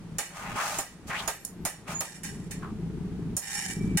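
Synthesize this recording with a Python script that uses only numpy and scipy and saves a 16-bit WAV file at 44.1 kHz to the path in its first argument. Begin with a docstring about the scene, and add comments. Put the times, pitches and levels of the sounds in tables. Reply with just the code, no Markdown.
"""Long tinsmith's snips clank, rub and squeak on a thin steel sheet in a workshop.
Clanks and rubbing blades excite the same steel modes, and each clank also knocks the sheet.
The sheet scrapes, hisses and flexes as it slides. An engine throbs in the distance.
An automatic gain control ducks at the loud clanks and lets the rumble swell back."""
import sys
import numpy as np
from scipy import signal
from scipy.fft import rfft, irfft, next_fast_len
from scipy.io import wavfile
from scipy.ndimage import uniform_filter1d, minimum_filter1d, map_coordinates

SR = 44100
rng = np.random.default_rng(int(sys.argv[2]) if len(sys.argv) > 2 else 0)


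def transcribe(u):
    """Save the signal u as a 16-bit wav file named by the first command-line argument.

    u: samples, shape (n,) or (channels, n), limited to [-1, 1]; the rate is SR.
    q: integer samples, one column per channel.
    """
    v = np.clip(np.atleast_2d(u).T, -1, 1)
    q = np.round(v * 32767).astype(np.int16)
    wavfile.write(sys.argv[1], SR, q)


N = 176400
T = np.arange(N) / SR
FFT_SIZE = next_fast_len(N + 8192)
HZ = np.fft.rfftfreq(FFT_SIZE, 1 / SR)

# resonances of the sheet (frequency [Hz], width [Hz], boost [dB])
SHEET_MODES = [(812, 78, 5), (1243, 91, 4.5)]
# panning of the sheet and of the workshop (frequency [Hz], left minus right [dB])
SHEET_PAN = [(400, -1.5), (2400, 2.5), (15000, -4)]
SHOP_PAN = [(250, 0.85), (1000, 0.15)]


def amp(db):
    """Decibels to gain."""
    return 10 ** (np.asarray(db) / 20)


def unit(x):
    """Scale to rms 1."""
    return x / np.sqrt(np.mean(x ** 2) + 1e-20)


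def curve(points):
    """Join (frequency [Hz], value) points on a log frequency axis."""
    hz, values = np.transpose(points)
    return np.interp(np.log(HZ + 1), np.log(hz + 1), values)


def wobble(u):
    """A smooth random curve with one knot per unit of u."""
    return map_coordinates(rng.standard_normal(8192), [u], mode="wrap")


def fader(rows, column=1):
    """Gain over time from one dB column, silent outside its span."""
    rows = np.array(rows)
    return amp(np.interp(T, rows[:, 0], rows[:, column], left=-140, right=-140))


def decay(start, t60, attack_s=0.0013):
    """Quick attack and exponential release."""
    t = np.maximum(T - start, 0)
    return (1 - np.exp(-t / attack_s)) * np.exp(-np.log(1000) * t / t60)


def resonances(modes):
    """The peaks, in dB, that modes add to a smooth spectrum."""
    power = sum(amp(db) ** 2 / (1 + (2 * (HZ - hz) / width) ** 2) for hz, width, db in modes)
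    return 10 * np.log10(1 + power)


def noise(colour_db, pan):
    """Stereo noise of rms 1, nearly mono in the lows and wide in the highs."""
    # likeness of left and right (frequency [Hz], correlation)
    likeness = [(650, 0.91), (1400, 0.6), (3100, 0.0059), (7000, -0.068)]
    angle = np.arccos(np.clip(curve(likeness), -1, 1)) / 2
    spectra = rfft(rng.standard_normal((2, FFT_SIZE))) * amp(colour_db)
    mid, side = spectra * [np.cos(angle), np.sin(angle)]
    lean = amp(curve(pan) / 2)
    return unit(irfft(np.array([(mid + side) * lean, (mid - side) / lean]), FFT_SIZE)[:, :N])


def whistle(hz, width_hz=32):
    """A narrow, restless resonance of rms 1, steady or gliding."""
    phase = 2 * np.pi * np.cumsum(hz * np.ones(N)) / SR
    return np.array([unit(wobble(T * width_hz) * np.cos(phase) + wobble(T * width_hz) * np.sin(phase))
                     for _ in range(2)])


def air(level_db):
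    """A steady bed of soft, dark hiss."""
    # colour (frequency [Hz], level [dB])
    air_eq = [(290, -7.5), (820, -10), (4000, -23.5), (10000, -27.5), (16000, -47)]
    return amp(level_db) * noise(curve(air_eq), SHOP_PAN)


def engine(firing_hz=27.7, throb=0.29, waver_rad=0.57, roar_db=-1):
    """A distant engine: a wavering hum and a low roar that throbs with each firing."""
    # partials of the hum (multiple of the firing rate, level [dB])
    orders = [(2, -15), (4, -14), (6, -11)]
    # colour of the roar (frequency [Hz], level [dB])
    roar_eq = [(20, -13), (49, -9.5), (134, -8), (172, 3.5), (258, -10), (445, -14), (520, -38),
               (2200, -44), (9000, -63)]
    # swell of the whole engine (time [s], level [dB])
    swell = [(0, -42.5), (.5, -36), (1.2, -36.5), (1.6, -32), (2.5, -39), (2.75, -34.5), (3.7, -31.5),
             (3.88, -27)]
    phase = 2 * np.pi * firing_hz * T
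    hum = sum(amp(db) * np.sqrt(2) * np.sin(k * phase + waver_rad * wobble(T * 12)) for k, db in orders)
    hum = hum * amp([[1], [-1]])  # a little to the left
    roar = unit(noise(curve(roar_eq), SHOP_PAN) * (1 - throb * np.cos(phase)))
    return amp(np.interp(T, *np.transpose(swell))) * (hum + amp(roar_db) * roar)


def flex(bend, half_width_octaves=0.31):
    """Scraping noise through a broad resonance that glides as the sheet bends."""
    times, centre_hz, _ = np.transpose(bend)
    hz, frame_times, frames = signal.stft(noise(np.zeros(len(HZ)), SHEET_PAN), SR, nperseg=256)
    centre = np.interp(frame_times, times, centre_hz)
    band = 1 / (1 + (np.log2((hz[:, None] + 1) / centre) / half_width_octaves) ** 2)
    _, scrape = signal.istft(frames * band / np.sqrt(centre))
    return unit(scrape[:, :N]) * fader(bend, column=2)


def sheet(ripple_db=2, ripple_hz=35, grain_db=1.5, grain_per_s=260):
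    """Uneven friction drives the sheet's modes; its edge hisses and its pitch shifts as it bends."""
    # one list per slide (time [s], body level [dB], edge level [dB])
    slides = [
        [(.3, -38.5, -53), (.37, -31, -34.5), (.47, -35, -46), (.55, -41, -51), (.575, -23.5, -30),
         (.602, -10, -18.5), (.635, -14, -17.5), (.79, -32, -31), (.95, -51, -48)],
        [(1.055, -61, -70.5), (1.08, -46.5, -38.5), (1.11, -28, -43), (1.19, -26, -32), (1.28, -40, -45.5)],
        [(1.855, -52, -72), (1.882, -28.5, -36.5), (1.93, -32, -34.5), (1.96, -41, -52), (2.01, -47, -46)],
    ]
    # one list per bend (time [s], resonance [Hz], level [dB])
    bends = [
        [(.38, 990, -51), (.465, 2120, -39), (.53, 2500, -48)],
        [(.565, 1070, -30), (.605, 1250, -9.5), (.68, 1420, -28)],
        [(1.09, 1900, -61), (1.108, 1830, -30), (1.14, 1570, -24), (1.175, 2500, -24), (1.193, 3400, -24),
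         (1.225, 3200, -37)],
        [(2.623, 1400, -50), (2.631, 1240, -40), (2.73, 970, -56.5)],
    ]
    # colours of the body and the edge (frequency [Hz], level [dB])
    body_eq = [(150, -25), (450, -10), (720, -2.5), (1200, -2.5), (2600, -5.5), (8000, -44)]
    edge_eq = [(1000, -10), (3000, 0.5), (4800, 3), (6500, 6.5), (9500, 2), (12000, -5), (16000, -9)]
    grain = amp(grain_db * wobble(T * grain_per_s))
    colour = curve(body_eq) + resonances(SHEET_MODES) + ripple_db * wobble(HZ / ripple_hz)
    body = noise(colour, SHEET_PAN) * sum(fader(slide) for slide in slides)
    edge = noise(curve(edge_eq), SHEET_PAN) * sum(fader(slide, column=2) for slide in slides)
    return grain * (body + edge + sum(flex(bend) for bend in bends))


def singing_steel():
    """The pivot squeaks, and thin tings ring on in the steel."""
    # steel left ringing (time [s], pitch [Hz], level [dB], t60 [s])
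    tings = [(1.277, 12460, -25, 0.46), (3.56, 2313, -33, 1)]
    # the pivot's squeak (time [s], pitch [Hz], level [dB])
    squeak = [(1.935, 6700, -52), (1.954, 6820, -30.5), (1.985, 6810, -25.5), (2.01, 6810, -16)]
    ringing = sum(amp(db) * decay(start, t60) * whistle(hz) for start, hz, db, t60 in tings)
    times, pitch_hz, _ = np.transpose(squeak)
    return ringing + fader(squeak, column=2) * whistle(np.interp(T, times, pitch_hz))


def blade_noise(colour_db, ripple_db=5.5, ripple_hz=55):
    """The blades' dense ring: noise with random peaks and dips in its spectrum."""
    # panning of the snips (frequency [Hz], left minus right [dB])
    snips_pan = [(1300, 2.5), (4400, -3.5), (8000, -6)]
    return noise(colour_db + ripple_db * wobble(HZ / ripple_hz), snips_pan)


def moving_contact(colour_db, wander_db=2.5, wander_per_s=8):
    """As the contact travels along the blades, the tone wanders between two mixes of the modes."""
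    return unit(sum(blade_noise(colour_db) * amp(wander_db * wobble(T * wander_per_s))
                    for _ in range(2)))


def snips(notch_db=23, notch_width_hz=176, rub_db_per_octave=0.65, chatter_db=2.2, chatter_per_s=300):
    """Clanks and rubbing excite the same steel modes; a clank also knocks the sheet."""
    # clanks (time [s], crack [dB], first snap over the crack [dB], knock [dB], ring [dB])
    clanks = [(.184, -2.5, 7.5, -8.5, -9), (0.7849, -1, -4, -5, -11), (1.276, 0.5, -3, 0.5, -5),
              (1.4492, -17, 13.5, -62, -69), (1.6508, 0.5, -11, -5.5, -11), (2.0058, -8.5, 13, -9, -14),
              (2.233, -30.5, -7, -54, -34.5), (2.509, -37, -4, -60, -39), (3.3664, 5, 5, -13.5, -13.5),
              (3.972, 7.5, 9, -8, 5.5)]
    # one list per rub of the blades (time [s], level [dB])
    rubs = [
        [(2.05, -28), (2.16, -35.5), (2.225, -54.5), (2.25, -30.5), (2.33, -53.5), (2.48, -61)],
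        [(3.42, -19), (3.49, -19), (3.56, -19), (3.62, -23), (3.72, -27.5), (3.81, -52.5), (3.96, -64)],
    ]
    # modes of the snips (frequency [Hz], width [Hz], boost [dB])
    modes = [(829, 26, 21), (1610, 24.5, 20), (1817, 42, 16.5), (1944, 72, 13), (2375, 76, 11.5),
             (2915, 24, 16), (3188, 27, 18), (3693, 60, 8.5), (4300, 62, 10.5), (5420, 47, 7.5),
             (6810, 42, 4), (7850, 32, 9), (9370, 54, 10)]
    # valleys where the snips hardly radiate (frequency [Hz])
    notches = [3270, 4080, 4836]
    # colours of a clank's layers (frequency [Hz], level [dB])
    ring_eq = [(300, -55), (800, -8.5), (1200, -5.5), (1750, -0.5), (2700, -2), (3700, -5), (5500, 0),
               (6900, 4), (9700, 0.5), (12000, -10.5), (16000, -19.5)]
    crack_eq = [(1500, -43), (4400, -10.5), (6700, 4.5), (8300, 1), (9500, 3), (11000, -1), (14000, -10.5)]
    knock_eq = [(200, -14), (420, -8), (620, -2.5), (1500, -9), (2700, -13), (9000, -23)]
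    thump_eq = [(30, 9.5), (250, 13), (1500, -48)]
    thump_under_crack_db, sheet_lag_s = 13.5, 0.0015
    valleys = notch_db * sum(np.exp(-(2 * (HZ - hz) / notch_width_hz) ** 2) for hz in notches)
    peaks = resonances(modes) - valleys
    steel = curve(ring_eq) + peaks
    ring = moving_contact(steel)
    rub = moving_contact(steel + rub_db_per_octave * np.log2(np.maximum(HZ, 500)))
    crack = blade_noise(curve(crack_eq) + peaks)
    knock = noise(curve(knock_eq) + resonances(SHEET_MODES), SHEET_PAN)
    thump = noise(curve(thump_eq), SHOP_PAN)
    chatter = amp(chatter_db * wobble(T * chatter_per_s))
    out = rub * sum(fader(stroke) for stroke in rubs) * chatter
    for start, crack_db, snap_db, knock_db, ring_db in clanks:
        snap = amp(snap_db) * decay(start, t60=0.013)
        out += crack * amp(crack_db) * (decay(start, t60=0.15) + snap)
        out += ring * amp(ring_db) * decay(start, t60=0.31)
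        out += knock * amp(knock_db) * decay(start + sheet_lag_s, t60=0.16)
        out += thump * amp(crack_db - thump_under_crack_db) * decay(start + sheet_lag_s, t60=0.098)
    return out


def scene():
    """Snips and sheet up front, the engine and room tone behind."""
    return snips() + singing_steel() + sheet() + engine() + air(level_db=-58)


def gain_control(x, threshold_db=-34, slope=0.73, hold_s=0.013, release_db_per_s=72):
    """Loud mids and treble pull the gain down at once; it holds, then climbs back steadily."""
    sidechain = signal.sosfilt(signal.butter(2, 500, "high", fs=SR, output="sos"), x)
    power = np.abs(uniform_filter1d(np.mean(sidechain ** 2, axis=0), size=128)) + 1e-12
    cut_db = slope * np.maximum(10 * np.log10(power) - threshold_db, 0)
    half_hold = int(hold_s * SR / 2)
    held_db = -minimum_filter1d(-cut_db, 2 * half_hold + 1, origin=half_hold)
    released_db = np.maximum.accumulate(held_db + release_db_per_s * T) - release_db_per_s * T
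    return x * amp(-uniform_filter1d(released_db, size=48))


def record(dry, top_hz=15900):
    """Duck the mix, add a faint steady hiss and cut the very top."""
    out = gain_control(dry) + air(level_db=-56)
    return irfft(rfft(out, FFT_SIZE) * (HZ < top_hz), FFT_SIZE)[:, :N]


dry = scene()
out = record(dry)
transcribe(out)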